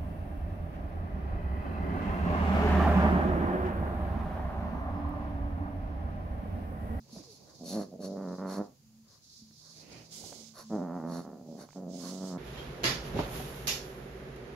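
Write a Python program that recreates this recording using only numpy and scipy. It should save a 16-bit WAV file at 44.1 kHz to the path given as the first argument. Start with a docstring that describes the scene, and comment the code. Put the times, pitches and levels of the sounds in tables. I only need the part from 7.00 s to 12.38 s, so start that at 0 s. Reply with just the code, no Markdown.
"""Two puppies lie close by on a blanket-covered sofa, in a small, quiet room with a faint hum.
First come soft paw thuds, a tiny whimper and a hand stroking fur; short sniffs come and go throughout.
From 0.6 to 1.7 seconds one pup growls: its vocal folds slap shut in creaky pulses that ring in its throat.
The stroking goes on, and at about 3 seconds a pup rolls over, rubbing against the cloth.
From 3.7 seconds to the end the growl is back, with a few small mouth clicks in a pause."""
import sys
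import numpy as np
from scipy import signal
from scipy.fft import rfft, irfft
from scipy.io import wavfile
from scipy.ndimage import uniform_filter1d

SR = 44100
rng = np.random.default_rng(int(sys.argv[2]) if len(sys.argv) > 2 else 0)


def wrap_up_sound(samples):
    """Save the sound to the file named by the first command line argument, as 16-bit audio."""
    columns = np.atleast_2d(samples).T
    # keep every value between -1 and 1, then stretch to whole-number steps
    tamed = np.clip(columns, -1, 1)
    steps = np.round(tamed * 32767).astype(np.int16)
    wavfile.write(sys.argv[1], SR, steps)


N = 237213
TIME, BINS = np.arange(N) / SR, np.fft.rfftfreq(N, 1 / SR)
SIDES = np.array([[.5], [-.5]])  # splits a pan in dB between left and right; plus is left


def amp(db):
    """Turns decibels into a gain."""
    return 10 ** (np.asarray(db) / 20)


def unit(x):
    """Scales a signal to an average power of 1."""
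    return x / np.sqrt(np.mean(x ** 2) + 1e-20)


def read(points, hz):
    """Looks up a value by frequency, on a log scale."""
    f, value = np.transpose(points)
    return np.interp(np.log(hz + 1), np.log(f + 1), value)


def follow(rows):
    """Joins timed rows into one curve for each column."""
    s, *columns = np.transpose(rows)
    return [np.interp(TIME, s, c) for c in columns]


def arch(start, peak, end):
    """One smooth movement: rises from 0 to 1, then falls back."""
    return np.sin(np.interp(TIME, [start, peak, end], [0, np.pi / 2, np.pi]))


def wander(hz):
    """A random wobble, mostly slower than hz."""
    return unit(irfft(rfft(rng.standard_normal(N)) / (1 + (BINS / hz) ** 4), N))


def tone(hz, waver):
    """A pure tone whose pitch wavers a little."""
    return np.sqrt(2) * np.sin(2 * np.pi * np.cumsum(hz * (1 + waver * wander(19.2))) / SR)


def noise(colour, grain_db=0, direct=0, lead=0, mic_gap_s=.00036):
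    """Stereo noise; grain makes it crackle, and its direct share arrives lead seconds early on the right."""
    left, other = rfft(rng.standard_normal((2, N)) * amp(grain_db * wander(260)))
    shared = direct * np.exp(2j * np.pi * BINS * lead) + (1 - direct) * .79 * np.sinc(2 * BINS * mic_gap_s)
    right = shared * left + np.sqrt(np.maximum(1 - abs(shared) ** 2, 0)) * other
    return unit(irfft(np.array([left, right]) * amp(read(colour, BINS)), N))


# Each row: frequency in Hz, seconds for the echo to fade by 60 dB.
ROOM_FADE = [(150, 0.099), (600, 0.31), (2000, 0.3), (8000, 0.028)]
def room(x):
    """The soft echo of a small furnished room; the highs die first."""
    hz, t, spectrum = signal.stft(rng.standard_normal((2, SR // 2)), SR, nperseg=256)
    fade = amp(-60 * t / read(ROOM_FADE, hz)[:, None]) * (t > .008)
    tail = signal.istft(spectrum * fade, SR, nperseg=256)[1]
    return signal.fftconvolve(x, tail / np.linalg.norm(tail[0]), axes=1)[:, :N]


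# Each row: start, fullest moment and end in seconds, level in dB.
HUM_SWELLS = [(-.08, -0.02, 0.06, -51), (1.786, 2.011, 2.09, -56), (2.34, 2.515, 2.56, -58),
              (2.673, 2.73, 2.9, -64.5), (3.123, 3.163, 3.5, -58.5), (3.304, 3.51, 3.59, -57),
              (3.604, 3.694, 3.76, -47)]
# Each row: time in seconds, pitch in Hz, level in dB.
DRONE = [(0, 136, -66), (1.9, 136, -71), (2.25, 142, -94), (2.5, 153, -71), (2.8, 158, -63.5),
         (3.15, 164, -63.5), (3.5, 154, -69), (4.2, 150, -64.5)]
# The tone colour of the room's hiss. Each row: frequency in Hz, level in dB.
HISS_COLOUR = [(21, -51), (35, -12.5), (122, 3), (184, -4), (232, -5), (323, -12), (486, -18), (1540, -25),
               (3570, -23.5), (4850, -15), (5800, -20), (6590, -14), (8290, -30), (10200, -25),
               (15700, -26)]
def background(hum_hz=221, hum_db=-3, hiss_db=-64.5, pan_db=-1.5):
    """Room hiss under a swelling, unsteady hum and a faint drone."""
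    swells = sum(amp(db) * arch(start, peak, end) for start, peak, end, db in HUM_SWELLS)
    hum = tone(hum_hz, waver=.012) * amp(hum_db + .8 * wander(25)) * swells
    drone_hz, drone_db = follow(DRONE)
    drone = amp(drone_db) * tone(drone_hz, waver=.013)
    return (hum + drone + amp(hiss_db) * noise(HISS_COLOUR)) * amp(SIDES * pan_db)


# Each row: time in seconds, pitch in Hz, level in dB.
WHIMPER = [(.262, 492, -75), (.285, 469, -58.5), (.312, 422, -58.5), (.345, 380, -73)]
def whimper(fade_s=.0027):
    """A soft, falling squeak through the nose."""
    hz, db = follow(WHIMPER)
    gate = np.clip(np.minimum(TIME - WHIMPER[0][0], WHIMPER[-1][0] - TIME) / fade_s, 0, 1)
    return tone(hz, waver=.016) * amp(db) * gate


# Each row: start, fastest moment and end in seconds, level in dB, extra gain for the rasp in dB.
BODY_SHIFTS = [(0.012, 0.137, 0.57, -61, -15), (0.136, 0.17, 0.25, -51.5, -19),
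               (0.372, 0.426, 0.9, -60.5, -30), (2.71, 2.9, 3.02, -57.5, -6), (2.874, 2.953, 3.08, -53, -5),
               (3.006, 3.13, 3.62, -62, -12), (3.15, 3.26, 3.5, -54.5, -36)]
# Two tone colours of the blanket. Each row: frequency in Hz, level in dB.
SCUFF_COLOUR = [(29, -47), (50, -14), (81, -5), (273, -1), (499, -4.5), (555, -4), (968, -14), (1240, -21),
                (2000, -40), (2600, -54), (4400, -120)]
RASP_COLOUR = [(1000, -14), (1700, -11.5), (2500, -5), (3200, -11), (5000, -37)]
def body_shifts(level_db=-1, pan_db=-5):
    """Weight drags over the blanket: a dull scuff with a drier rasp on top."""
    scuff = noise(SCUFF_COLOUR, grain_db=1.5)
    rasp = noise(RASP_COLOUR, grain_db=1, direct=.17, lead=.00043)
    drags = [(amp(db) * arch(*times), amp(rasp_db)) for *times, db, rasp_db in BODY_SHIFTS]
    weight = np.sqrt(sum(drag ** 2 for drag, crisp in drags))
    crispness = np.sqrt(sum((drag * crisp) ** 2 for drag, crisp in drags))
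    return (weight * scuff + crispness * rasp) * amp(level_db + SIDES * pan_db)


# The bright fizz of a hard rub. Each row: frequency in Hz, level in dB.
FIZZ_COLOUR = [(4000, -13), (7500, 2.5), (9000, -0.5), (12000, -3), (15700, -22)]
def rub(moves, colour, fizz_db, catch_db, hard_db=-50):
    """Countless fibres slip past each other: a fine hiss that catches a little and brightens when pressed."""
    speed = np.sqrt(sum((arch(*times) * amp(db + SIDES * pan_db)) ** 2 for *times, db, pan_db in moves))
    pressure = np.sqrt(speed[0] * speed[1]) / amp(hard_db)
    fizz = noise(FIZZ_COLOUR, direct=.28, lead=.000267) * amp(fizz_db) * pressure
    hiss = noise(colour, grain_db=.5, direct=.086, lead=.000313)
    return (hiss + fizz) * speed * amp(catch_db * wander(35))


# Each row: start, fastest moment and end in seconds, level in dB, pan in dB.
HAND_STROKES = [(-.1, .02, 0.34, -68, -4), (.07, .19, 0.54, -58, -3), (.42, .6, 0.98, -61, -4),
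                (.8, .87, 0.86, -67, 3), (1.05, 1.12, 1.226, -61.5, 2), (1.18, 1.33, 1.51, -62.5, 0.5),
                (1.55, 1.64, 1.69, -65.5, 2), (2.07, 2.115, 2.21, -63, 1), (2.19, 2.35, 2.516, -58, -4),
                (2.44, 2.775, 2.887, -56, -6), (2.82, 2.96, 3.17, -58.5, -6), (3.01, 3.06, 2.8, -63, 3)]
PUP_SLIDES = [(3.1, 3.145, 3.406, -50, -7.5), (3.2, 3.37, 3.568, -55.5, -12), (3.6, 3.68, 3.88, -61, -3.5),
              (3.92, 3.96, 4.1, -71, 0), (4.2, 4.27, 4.26, -69, -11), (4.44, 4.54, 4.76, -71.5, -17.5),
              (4.68, 4.735, 4.82, -65, -13.5), (4.87, 5.08, 5.27, -53, -11),
              (5.17, 5.28, 5.38, -53.5, -7.5)]
# Each row: frequency in Hz, level in dB.
FUR_COLOUR = [(880, -52), (1500, -35), (1740, -43), (2790, -33), (3290, -14), (3700, -6.5), (4250, 0.5),
              (4780, 2), (6680, -3), (8540, -20), (10400, -14), (12200, -24), (15100, -31), (15700, -38)]
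FLEECE_COLOUR = [(880, -31), (1500, -17.5), (1760, -25), (2090, -12.5), (2600, -17), (2980, -9), (4420, -1),
                 (5170, 2.5), (5820, -1), (6360, 2.5), (8970, -14), (10800, -20), (13700, -32),
                 (15700, -16)]
def strokes_and_slides(level_db=1):
    """A hand rubs one pup's back, and the other pup's side rubs the blanket."""
    hand = rub(HAND_STROKES, FUR_COLOUR, fizz_db=-15, catch_db=1.24)
    pup = rub(PUP_SLIDES, FLEECE_COLOUR, fizz_db=-6, catch_db=.86)
    return amp(level_db) * (hand + pup)


# Each row: start in seconds, level in dB, pitch in Hz, seconds to fade by 60 dB, tick's gain in dB.
KNOCKS = [(.093, -52, 970, 0.02, -9), (.128, -38, 226, 0.1, -38), (.164, -38, 620, 0.023, -24),
          (.169, -30, 190, 0.045, -35), (.183, -44, 336, 0.043, -14), (.2, -44.5, 281, 0.068, -24),
          (.238, -60, 1110, 0.027, -2), (2.42, -47, 221, 0.084, -33), (2.51, -48, 282, 0.02, -14),
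          (2.95, -47.5, 119, 0.24, -30), (3.232, -41.5, 95.6, 0.085, -12), (3.239, -39.5, 790, 0.022, -25),
          (3.321, -38, 580, 0.04, -12), (3.327, -34, 706, 0.01, -12), (4.689, -37.5, 1108, 0.0063, -9),
          (4.706, -41, 790.5, 0.0054, -9.5), (4.730, -35, 910, 0.0055, -15)]
def knocks(tick_fade_s=.0089, pan_db=-2):
    """Paw thuds on the cushion and mouth clicks: each rings briefly, with a tick at the contact."""
    t, out = np.arange(SR // 4) / SR, np.zeros(N + SR)
    soften = signal.butter(4, 2100, fs=SR, output="sos")
    for start, db, hz, fade_s, tick_db in KNOCKS:
        ring = np.sin(2 * np.pi * hz * t) * amp(-60 * t / fade_s) * (1 - np.exp(-2 * hz * t))
        tick = unit(signal.sosfilt(soften, rng.standard_normal(len(t))))
        tick *= amp(tick_db - 60 * t / tick_fade_s)
        out[int(start * SR):][:len(t)] += amp(db) * (ring + tick)
    return out[:N] * amp(SIDES * pan_db)


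# Each row: start and end in seconds, nose level in dB, throat level in dB, pan in dB.
SNIFFS = [(0.096, 0.21, -57.5, -76, 1), (0.28, 0.387, -60.5, -89, -5), (0.452, 0.545, -72, -64.5, 3),
          (0.639, 0.769, -44, -61.5, -1), (0.727, 0.85, -48.5, -49.5, -0.5),
          (1.012, 1.083, -50, -58.5, 0.5), (1.465, 1.608, -49, -48, -1), (2.036, 2.2, -80, -69, 1),
          (2.595, 2.752, -79, -68, -2), (3.543, 3.646, -51.5, -53, -3), (4.054, 4.254, -53.5, -55, -1.5),
          (4.575, 4.662, -56, -55.5, -2), (4.986, 5.147, -51, -53, -3.5)]
# Air in the nose and in the throat. Each row: frequency in Hz, level in dB.
NOSE_COLOUR = [(1470, -43), (2500, -17), (3400, -18), (3670, -7), (3970, -9), (4250, 1.5), (4450, 3),
               (4920, -9.5), (5560, -2.5), (6690, -6.5), (8420, -17.5), (9450, -15.5), (10900, -3.5),
               (13200, -24.5), (15700, -20)]
RUSH_COLOUR = [(200, -14.5), (550, 1), (850, -8), (1100, 2.5), (1300, -5.5), (1550, -6.5), (2100, -15),
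               (3000, -34)]
def sniffs(flutter_db=1, ease_s=.022):
    """Air hisses in a pup's narrow nostrils and rushes in the throat behind them."""
    nose = noise(NOSE_COLOUR, grain_db=-2, direct=.51, lead=-.00003)
    throat = noise(RUSH_COLOUR, grain_db=-.5, direct=.53)
    out = np.zeros((2, N))
    for start, end, nose_db, throat_db, pan_db in SNIFFS:
        flow = arch(start - ease_s, (start + end) / 2, end + ease_s) ** 2
        out += flow * (amp(nose_db) * nose + amp(throat_db) * throat) * amp(SIDES * pan_db)
    return out * amp(flutter_db * wander(23))


# Each row: start and end in seconds, first and last chest level in dB, then, in dB compared
# with the chest, the mouth level and the first and last snap level.
GROWL_PUSHES = [(0.594, 0.818, -47.5, -43, -8, -30, -13.5), (0.845, 0.977, -54, -54, -14, -33, -39),
                (0.909, 0.939, -48, -46.5, -2, -30, -30), (0.98, 1.162, -41.5, -40.5, -5.5, -32, -24),
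                (1.148, 1.342, -40, -39.5, -10, -15, -12), (1.374, 1.61, -39, -39.5, -11, -9, -9),
                (1.633, 1.713, -53, -60.5, -8.5, -22, -33), (3.696, 4.004, -38.5, -40.5, -9.5, -13.5, -9),
                (4.019, 4.193, -37.5, -38, -11.5, -12.5, -12), (4.234, 4.475, -47, -51.5, -9, -6.5, -25),
                (4.47, 4.639, -42.5, -52.5, -7.5, -35, -14), (4.746, 4.979, -41, -44, -9, -16.5, -33.5),
                (4.976, 5.377, -45, -38.5, -12.5, -25.5, -12)]
# Moments of extra effort. Each row: time in seconds, half the length in seconds, boost in dB.
SURGES = [(0.785, 0.065, 10), (1.603, 0.032, 8.5), (3.75, 0.045, 6.5), (3.825, 0.029, 4),
          (3.96, 0.018, 1.5)]
def effort(attack_s=.022, release_db_per_s=342, snap_share=.27):
    """How hard the pup drives the growl's chest (lows), mouth (middle) and snap (highs), push by push."""
    power = np.zeros((3, N))
    for start, end, first_db, last_db, mouth_db, first_snap_db, last_snap_db in GROWL_PUSHES:
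        onset = np.clip((TIME - start) / attack_s, 0, 1)
        release_db = release_db_per_s * np.clip(TIME - end, 0, 1)
        chest = onset * amp(np.interp(TIME, [start, end], [first_db, last_db]) - release_db)
        snap = amp(np.interp(TIME, [start, end], [first_snap_db, last_snap_db]))
        power += np.array([chest, chest * amp(mouth_db), chest * snap]) ** 2
    surge_db = sum(db * np.exp(-abs((TIME - s) / width) ** 3) for s, width, db in SURGES)
    tremor_db = .9 * wander(14)
    return np.sqrt(power) * amp([surge_db, surge_db, snap_share * surge_db]) * amp(tremor_db)


# One list for each phrase of the growl. Each row: time in seconds, pitch in Hz.
GROWL_PITCH = [
    [(0.6, 82.02), (0.648, 82.13), (0.69, 84.24), (0.718, 91.84), (0.752, 105.1), (0.784, 106.1),
     (0.83, 98.3), (0.848, 94.8), (0.9, 94)],
    [(0.92, 93.2), (1.202, 98.54), (1.284, 89.9), (1.33, 94.1), (1.38, 91.4), (1.424, 97), (1.506, 93.54),
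     (1.62, 102.1), (1.68, 100.7)],
    [(3.7, 108.8), (3.756, 104.9), (3.798, 84.6), (3.828, 95.2), (3.874, 84.25), (3.958, 88.06),
     (4.012, 78.1), (4.052, 83.7), (4.22, 83.84)],
    [(4.24, 84.17), (4.298, 75.76), (4.308, 74.75), (4.458, 76.24), (4.506, 78.77), (4.524, 78.37),
     (4.562, 72.24), (4.632, 68.8), (4.65, 70.24)],
    [(4.75, 92.66), (4.848, 92), (4.912, 86.7), (4.966, 92), (5.022, 88.1), (5.11, 91.4), (5.26, 95.5),
     (5.328, 88.7), (5.379, 88.4)],
]
# Weakly driven folds creak, hard-driven ones beat cleanly. Each row: level in dB, roughness from 0 to 1.
ROUGHNESS = [(-52, .65), (-46, .4), (-42, .16), (-39, .07), (-33, .03)]
# One soft slap of the folds. Each row: frequency in Hz, level in dB.
SLAP_COLOUR = [(25, -22), (60, -9), (100, -9), (170, 3.5), (300, 2.5), (600, 3.5), (1200, -19.5),
               (1900, -34), (2150, -39), (2500, -46.5), (4000, -50), (8000, -72)]
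def vocal_folds(drive, tick_db=-8, open_s=.003097, air_db=-25, rasp=7):
    """The folds open with a weak tick, then slap shut; rough stretches are uneven and leak more air."""
    (hz,) = follow(np.concatenate(GROWL_PITCH))
    rough = np.interp(20 * np.log10(drive + 1e-9), *np.transpose(ROUGHNESS))
    cycles = np.cumsum(hz * (1 + .015 * wander(20))) / SR
    at = np.flatnonzero(np.diff(np.floor(cycles)))  # the sample where each cycle ends
    late, size, early, tick_size = rng.standard_normal((len(at), 4)).T
    shuts = at / SR + (.008 + .14 * rough[at]) * late / hz[at]
    opens = shuts - open_s * (1 + (.04 + .5 * rough[at]) * early)
    force = amp((.8 + 4 * rough[at]) * size)
    clicks = lambda s, height: np.bincount(np.clip(s * SR, 0, N - 1).astype(int), height, N)
    cut_lows = lambda x: signal.sosfilt(signal.butter(1, 500, "high", fs=SR, output="sos"), x)
    ticks = cut_lows(clicks(opens, force * amp(tick_db + .28 * tick_size) * (1 + rough[at])))
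    puffs = unit(np.exp(-2 * (cycles % 1)) * rng.standard_normal(N))
    air = cut_lows(puffs * (1 + rasp * rough))
    pulses = unit(clicks(shuts, force) + ticks) + amp(air_db) * air
    return irfft(rfft(pulses) * amp(read(SLAP_COLOUR, BINS)), N)


def resonate(x, hz, width):
    """Rings at a moving frequency: shift hz down to zero, smooth, shift back."""
    turn = np.exp(2j * np.pi * np.cumsum(hz) / SR)
    decay = np.exp(-np.pi * width / SR)
    return 2 * (turn * signal.lfilter([1 - decay], [1, -decay], x / turn + 1e-18)).real


# Where throat and muzzle ring. Each row: frequency in Hz, width in Hz, level in dB.
THROAT_RINGS = [(186.6, 34, 3.5), (240.5, 27.3, 6), (398, 240, -6), (582, 28, -2), (721, 120, -2.5),
                (968, 51, -13), (1110, 103, -11.5), (1302, 106, -8.5), (1730, 124, -10)]
# The jaw tunes the mouth. Each row: time in seconds, factor on the middle rings' frequencies.
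JAW_TUNING = [(.62, 0.96), (.8, 0.93), (1.1, 0.75), (1.5, 0.72), (1.6, 0.91), (3.75, 1), (4.2, 0.93),
              (4.55, 1), (4.8, 0.92), (5.38, 0.9)]
# Each row: frequency in Hz, pan in dB.
GROWL_PAN = [(60, -6), (130, -2), (290, -0.5), (640, -4.5), (1410, -2.5), (3100, 5), (6820, 16),
             (15000, -6)]
def growl(chest_db=.5, snap_db=-1, low_hz=450, high_hz=930):
    """The pulses ring in a restless throat; an opening mouth and harder slaps let the higher rings out."""
    drive, opening, closure = effort()
    pulses = vocal_folds(drive)
    shape = 1 + .03 * wander(7)
    (jaw,) = follow(JAW_TUNING)
    tuned = lambda hz: hz * shape * (jaw if low_hz < hz < high_hz else 1)
    voice = rfft(sum(amp(db) * resonate(pulses, tuned(hz), width) for hz, width, db in THROAT_RINGS))
    voice *= np.exp(-1j * np.minimum(BINS / 1500, 1))  # the higher rings lag, blunting each slap
    below = lambda hz: 1 / (1 + (BINS / hz) ** 10)
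    bands = irfft(voice * np.array([below(low_hz), below(high_hz) - below(low_hz), 1 - below(high_hz)]), N)
    power = uniform_filter1d(uniform_filter1d(bands ** 2, size=1500), size=1100)
    chest, mouth, snap = bands / np.sqrt(abs(power) + 1e-14)  # evened out, so effort sets the loudness
    sound = amp(chest_db) * drive * chest + opening * mouth + amp(snap_db) * closure * snap
    sound *= np.minimum((TIME[-1] - TIME) / .004, 1)  # quick fade at the end
    return irfft(rfft(sound) * amp(SIDES * read(GROWL_PAN, BINS)), N)


def scene(room_db=-19):
    """The pups are close, so the room answers only faintly."""
    near = growl() + sniffs() + strokes_and_slides() + body_shifts() + knocks() + whimper()
    return near + amp(room_db) * room(near) + background()


def record(dry, top_hz=15750):
    """Cuts off the very highest treble."""
    lowpass = signal.firwin(511, top_hz, window=("kaiser", 9), fs=SR)
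    return signal.oaconvolve(dry, lowpass[None], "same")


dry = scene()
out = record(dry)
wrap_up_sound(out)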